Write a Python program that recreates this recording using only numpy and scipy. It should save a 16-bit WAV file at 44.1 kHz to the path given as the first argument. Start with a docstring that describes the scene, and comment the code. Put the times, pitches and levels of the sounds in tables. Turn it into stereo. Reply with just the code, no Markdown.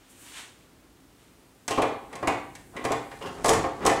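"""Bolt cutters on a padlock

Heavy bolt cutters are worked onto a padlock in a steel hasp on a wooden post, straight ahead, close to hard walls.
A sleeve rustles as the tool is lifted: coloured noise. Then jaws knock, slip and scrape in clattering bouts:
each contact is a dull knock, a clank and a bright tick, made of noise bursts and ringing modes.
The walls answer with dense, decaying reflections, and quiet, wide air lies behind it all."""
import sys
import numpy as np
from scipy import signal
from scipy.fft import rfft, irfft
from scipy.io import wavfile

SR = 44100
rng = np.random.default_rng(int(sys.argv[2]) if len(sys.argv) > 2 else 0)


def pcm_store(signal):
    """Save signal as 16-bit PCM."""
    levels = np.round(np.clip(np.atleast_2d(signal), -1, 1) * 32767)
    wavfile.write(sys.argv[1], SR, levels.astype(np.int16).T)


N = 176400
T = np.arange(N) / SR   # time [s]

# Colours are relative: each noise is brought to rms 1 before its own level is applied.
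# background air: (frequency [Hz], relative density [dB])
AIR_COLOUR = [(24, -43), (40, -3.5), (229, -8), (260, -3), (562, -14), (15500, -32.5)]
# air comes from all round: (frequency [Hz], gain of the side signal [dB])
AIR_WIDTH = [(60, -10.5), (700, 4.5), (4500, -1.5), (12000, -12.5)]
AIR_DB = -57

# sleeve, its rub and its high swish: (time [s], level [dB])
RUB_LEVEL = [(0, -66), (.22, -57), (.27, -50), (.305, -51.5), (.385, -40.5), (.55, -60), (1.05, -93),
             (1.23, -63), (1.65, -97)]
SWISH_LEVEL = [(.06, -86), (.105, -55.5), (.15, -64), (.21, -53), (.39, -55.5), (.56, -77), (2.4, -65.5),
               (3.3, -62)]
# colour of rub and swish: (frequency [Hz], relative density [dB])
RUB_COLOUR = [(450, -10.5), (950, 0.5), (3200, 2.5), (5000, -6), (8500, -2.5), (14000, -27)]
SWISH_COLOUR = [(3000, -34), (6500, -1.5), (8500, 3.5), (16000, -11)]

# post under the weight of the tool: (time [s], level [dB])
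STRAIN_LEVEL = [(1.65, -75), (1.85, -56.5), (3.35, -52), (3.55, -33), (3.76, -49.5), (4, -42)]
# its rumble: (frequency [Hz], relative density [dB])
RUMBLE_COLOUR = [(45, -13.5), (135, -14), (300, -16.5)]

# jaws meet the lock: (time [s], knock [dB], clank [dB], tick [dB])
CONTACTS = [(1.680, -29, -31.5, -31.5), (1.707, -24, -37, -34.5), (1.775, -23, -35, -48.5),
            (1.783, -18, -49, -47), (1.819, -39, -28.5, -37.5), (1.828, -21, -47, -60),
            (2.128, -38.5, -42.5, -49.5), (2.154, -38.5, -43.5, -45.5), (2.227, -24, -39, -54),
            (2.273, -22.5, -25.5, -33.5), (2.279, -21, -33, -44), (2.552, -51, -47.5, -45),
            (2.765, -40, -36, -50.5), (2.841, -30, -38, -44.5), (2.850, -24, -31.5, -36),
            (2.905, -22.5, -55, -55), (2.919, -29.5, -31.5, -34.5), (3.114, -41.5, -42.5, -59),
            (3.212, -36, -46, -63), (3.444, -17.5, -31.5, -30), (3.458, -31, -35, -28),
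            (3.482, -21.5, -26.5, -29), (3.491, -18, -32, -22.5), (3.5, -22.5, -47, -38),
            (3.533, -21, -29.5, -30.5), (3.640, -23, -39.5, -63), (3.851, -19, -34, -35),
            (3.863, -23.5, -29, -22.5), (3.870, -15.5, -27.5, -33), (3.894, -22.5, -25.5, -42)]
CONTACT_S, KNOCK_DB, CLANK_DB, TICK_DB = np.transpose(CONTACTS)
# colour of each part of a contact: (frequency [Hz], relative density [dB])
KNOCK_COLOUR = [(110, -12), (190, -15), (290, -2.5), (700, -3.5), (1150, -3.5), (1500, -18), (2500, -28.5)]
CLANK_COLOUR = [(800, -21), (1850, 6), (3500, -7.5), (8000, -27.5)]
TICK_COLOUR = [(1500, -26), (3000, 0), (7500, 3), (9800, -0.5), (12000, -11), (16000, -22)]
KNOCK_T60_S, CLANK_T60_S, TICK_T60_S = 0.053, 0.057, 0.061
KNOCK_RISE_S, CLANK_RISE_S, TICK_RISE_S = 0.009, 0.004, 0.00078   # time constants

# steel of shackle and jaws: (frequency [Hz], relative level [dB])
SHACKLE_MODES = [(6150, -31.5), (6560, -29), (7600, -33.5), (7950, -27.5), (8440, -39)]
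SHACKLE_T60_S = 0.04
FIRST_TOUCH_S, SHACKLE_OVER_TICK_DB = 1.679, 20.5
# hasp and post ring: (frequency [Hz], relative level [dB], T60 [s])
HASP_MODES = [(126.3, -15, 0.67), (292.2, -9, 0.59), (336, -11, 0.38), (444.5, -0.5, 0.36), (537, -8, 0.49),
              (669.3, -6.5, 0.34), (707, -2.5, 0.36), (794, -8.5, 0.72), (1064, 0.5, 0.23),
              (1218, -10, 0.29)]
HASP_OVER_KNOCK_DB, HASP_LAG_S = -8, 0.004007
STRIKE_SPREAD_DB = 3

# jaws creak as they bite: (time of the height [s], level [dB])
CREAKS = [(1.72, -34.5), (1.762, -40.5), (3.228, -41.5), (3.27, -40.5), (3.838, -52)]
# colour of the creak: (frequency [Hz], relative density [dB])
CREAK_COLOUR = [(2400, -8), (2780, 7), (4000, -12), (5210, -9)]
# lock shoved round in the hasp: (time of the height [s], level [dB])
SHOVES = [(2.13, -46.5), (2.215, -47.5), (2.787, -38), (3.262, -36), (3.395, -42), (3.841, -31)]
# colour of its dull grind: (frequency [Hz], relative density [dB])
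SHOVE_COLOUR = [(140, -5), (330, -1), (1100, -7.5), (2200, -19)]
CREAK_WIDTH_S, SHOVE_WIDTH_S = 0.0076, 0.027   # standard deviations of the swells
# jaws slide on the shackle: (time [s], level [dB])
SLIDE_LEVEL = [(3.1, -64), (3.43, -56), (3.47, -35.5), (3.54, -38), (3.68, -61.5), (3.8, -63), (3.9, -45),
               (4, -58)]
SLIPS_PER_S = 1800

# walls: (frequency [Hz], T60 [s])
ROOM_T60 = [(100, 0.59), (4000, 0.51), (12000, 0.3)]
ROOM_BUILD_S = 0.0085
KNOCK_ROOM_DB, CLANK_ROOM_DB, TICK_ROOM_DB = 0.5, 1, -4

# tool, sleeve, post and walls: (frequency [Hz], gain of the side signal [dB])
NEAR_WIDTH = [(150, -21.5), (700, -9.5), (2500, -7.5), (8000, -4.5), (12000, -22)]
DIRECT_SIDE_DB, SLEEVE_SIDE_DB = -9, -3.5   # before NEAR_WIDTH acts
PAN_DB, CUTOFF_HZ = -0.33, 15700


def from_db(db):
    """Decibels to gain."""
    return 10 ** (np.asarray(db) / 20)


def level(curve):
    """Gain along a (time [s], level [dB]) curve, practically silent outside it."""
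    return from_db(np.interp(T, *np.transpose(curve), left=-150, right=-150))


def at_hz(points, hz):
    """Reads a table on a log-frequency axis."""
    table_hz, values = np.transpose(points)
    return np.interp(np.log(hz + 1e-9), np.log(table_hz), values)


def coloured(x, spectrum):
    """Gives x a spectrum that falls away beyond the ends of the table; rms 1."""
    hz = np.arange(N // 2 + 1) * SR / N + 1e-3
    low_skirt = np.minimum(hz / spectrum[0][0], 1) ** 2
    high_skirt = np.minimum(spectrum[-1][0] / hz, 1) ** 2
    y = irfft(rfft(x) * from_db(at_hz(spectrum, hz)) * low_skirt * high_skirt, N)
    return y / np.std(y)


def stereo(pair, side_db):
    """Mid and side to left and right."""
    mid, side = pair
    return mid + from_db(side_db) * side * np.array([[1], [-1]])


def noise(spectrum, side_db=0):
    """Coloured stereo noise from independent mid and side."""
    return stereo(coloured(rng.standard_normal((2, N)), spectrum), side_db)


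def imaged(x, width):
    """Scales the side signal at each frequency, which sets the stereo width."""
    hz = np.arange(N // 2 + 1) * SR / N
    side = irfft(rfft((x[0] - x[1]) / 2) * from_db(at_hz(width, hz)), N)
    return stereo([x.mean(axis=0), side], 0)


def clicks(times, gains):
    """One impulse per contact, over a tiny offset that keeps the filters from underflow."""
    return np.bincount((np.asarray(times) * SR).astype(int), gains, N)[:N] + 1e-18


def burst(times, db, spectrum, rise_s, t60):
    """Crowded, quickly damped modes: a short noise burst at each contact."""
    fall = np.exp(-np.log(1e6) / (t60 * SR))   # power falls 60 dB in t60
    rise = np.exp(-1 / (rise_s * SR))
    power = signal.lfilter([1 - rise], np.poly([fall, rise]), clicks(times, from_db(db) ** 2))
    return np.sqrt(2 * np.abs(power)) * noise(spectrum, DIRECT_SIDE_DB)


def ring(times, db, modes):
    """Damped resonators: every contact strikes each mode with a strength of its own."""
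    out = np.zeros(N)
    for hz, mode_db, t60 in modes:
        radius = from_db(-60 / (t60 * SR))
        angle = 2 * np.pi * hz / SR
        spread_db = STRIKE_SPREAD_DB * rng.standard_normal(len(times))
        strikes = clicks(times, from_db(db + mode_db + spread_db))
        poles = [1, -2 * radius * np.cos(angle), radius * radius]
        out += signal.lfilter([0, np.sin(angle)], poles, strikes)
    return out


def swells(rows, width_s):
    """A smooth rise and fall round each (time [s], level [dB])."""
    return sum(from_db(db) * np.exp(-.5 * ((T - s) / width_s) ** 2) for s, db in rows)


def slips(spectrum):
    """Steel slips on steel in tiny uneven jumps: random sparse impulses, coloured."""
    happens = rng.random(N) < SLIPS_PER_S / SR
    return coloured(happens * rng.standard_normal(N), spectrum)


def air():
    """Quiet, steady background noise from all round."""
    return from_db(AIR_DB) * imaged(noise(AIR_COLOUR), AIR_WIDTH)


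def sleeve():
    """Cloth rubs and swishes as the tool is raised, and faintly as the handles are worked."""
    rub = level(RUB_LEVEL) * noise(RUB_COLOUR, SLEEVE_SIDE_DB)
    swish = level(SWISH_LEVEL) * noise(SWISH_COLOUR, SLEEVE_SIDE_DB)
    return rub + swish


def post_rumble():
    """Low noise of the post, swelling with the strain of the tool's weight."""
    return level(STRAIN_LEVEL) * noise(RUMBLE_COLOUR, DIRECT_SIDE_DB)


def knocks():
    """Dull, slow-rising bursts of hasp and post."""
    return burst(CONTACT_S, KNOCK_DB, KNOCK_COLOUR, KNOCK_RISE_S, KNOCK_T60_S)


def clanks():
    """Bursts of the lock body in the middle range."""
    return burst(CONTACT_S, CLANK_DB, CLANK_COLOUR, CLANK_RISE_S, CLANK_T60_S)


def ticks():
    """Bright, sharp bursts of steel on steel."""
    return burst(CONTACT_S, TICK_DB, TICK_COLOUR, TICK_RISE_S, TICK_T60_S)


def shackle_ring():
    """Shackle and jaws ring briefly, most at the first clean touch."""
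    modes = [(hz, db, SHACKLE_T60_S) for hz, db in SHACKLE_MODES]
    first = ring([FIRST_TOUCH_S], 0, modes)
    return first + ring(CONTACT_S, TICK_DB + SHACKLE_OVER_TICK_DB, modes)


def hasp_ring():
    """Modes of hasp and post, struck a little after each knock begins."""
    return ring(CONTACT_S + HASP_LAG_S, KNOCK_DB + HASP_OVER_KNOCK_DB, HASP_MODES)


def wall_response():
    """Dense reflections that build up and die band by band; unit mean energy."""
    t, hz = T[:SR], np.arange(SR // 2 + 1)   # one second
    white = rfft(rng.standard_normal((2, SR)))
    out = 0
    edges = np.append(0, np.geomspace(90, SR / 2, 12))
    for low, high in zip(edges, edges[1:]):
        band = stereo(irfft(white * ((hz >= low) & (hz < high)), SR), 0)
        t60 = at_hz(ROOM_T60, (low + high) / 2)
        out = out + band * np.exp(-np.log(1000) * t / t60)
    out = out * (1 - np.exp(-t / ROOM_BUILD_S))
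    return out / np.sqrt(np.sum(out ** 2) / 2)


def walls(dull, middle, bright):
    """The hard walls answer the mono sum of the three parts of the clatter."""
    sent = from_db(KNOCK_ROOM_DB) * dull + from_db(CLANK_ROOM_DB) * middle + from_db(TICK_ROOM_DB) * bright
    return signal.fftconvolve(sent.mean(axis=0)[None], wall_response(), axes=1)[:, :N]


def creaks():
    """The biting jaws creak: short swells of stick and slip."""
    return swells(CREAKS, CREAK_WIDTH_S) * slips(CREAK_COLOUR)


def shoves():
    """The lock grinds dully as it shifts in the hasp: swells of low noise."""
    return swells(SHOVES, SHOVE_WIDTH_S) * noise(SHOVE_COLOUR, DIRECT_SIDE_DB)


def slide():
    """The jaws scrape along the shackle in a bright run of slips."""
    return level(SLIDE_LEVEL) * slips(TICK_COLOUR)


def scene():
    """Tool, sleeve and rumbling post straight ahead, with the walls, in quiet, wide air."""
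    dull = knocks() + shoves() + creaks()
    middle = clanks()
    bright = ticks() + shackle_ring() + slide()
    clatter = dull + middle + bright + hasp_ring() + walls(dull, middle, bright)
    near = sleeve() + post_rumble() + clatter
    return imaged(near, NEAR_WIDTH) + air()


def record(dry):
    """The stereo image leans a little to the right; the top is cut steeply."""
    pair = dry * from_db([[PAN_DB], [-PAN_DB]])
    # 0.1 dB passband ripple, 80 dB stopband
    top_cut = signal.ellip(10, .1, 80, CUTOFF_HZ, fs=SR, output="sos")
    return signal.sosfilt(top_cut, pair)


dry = scene()
out = record(dry)
pcm_store(out)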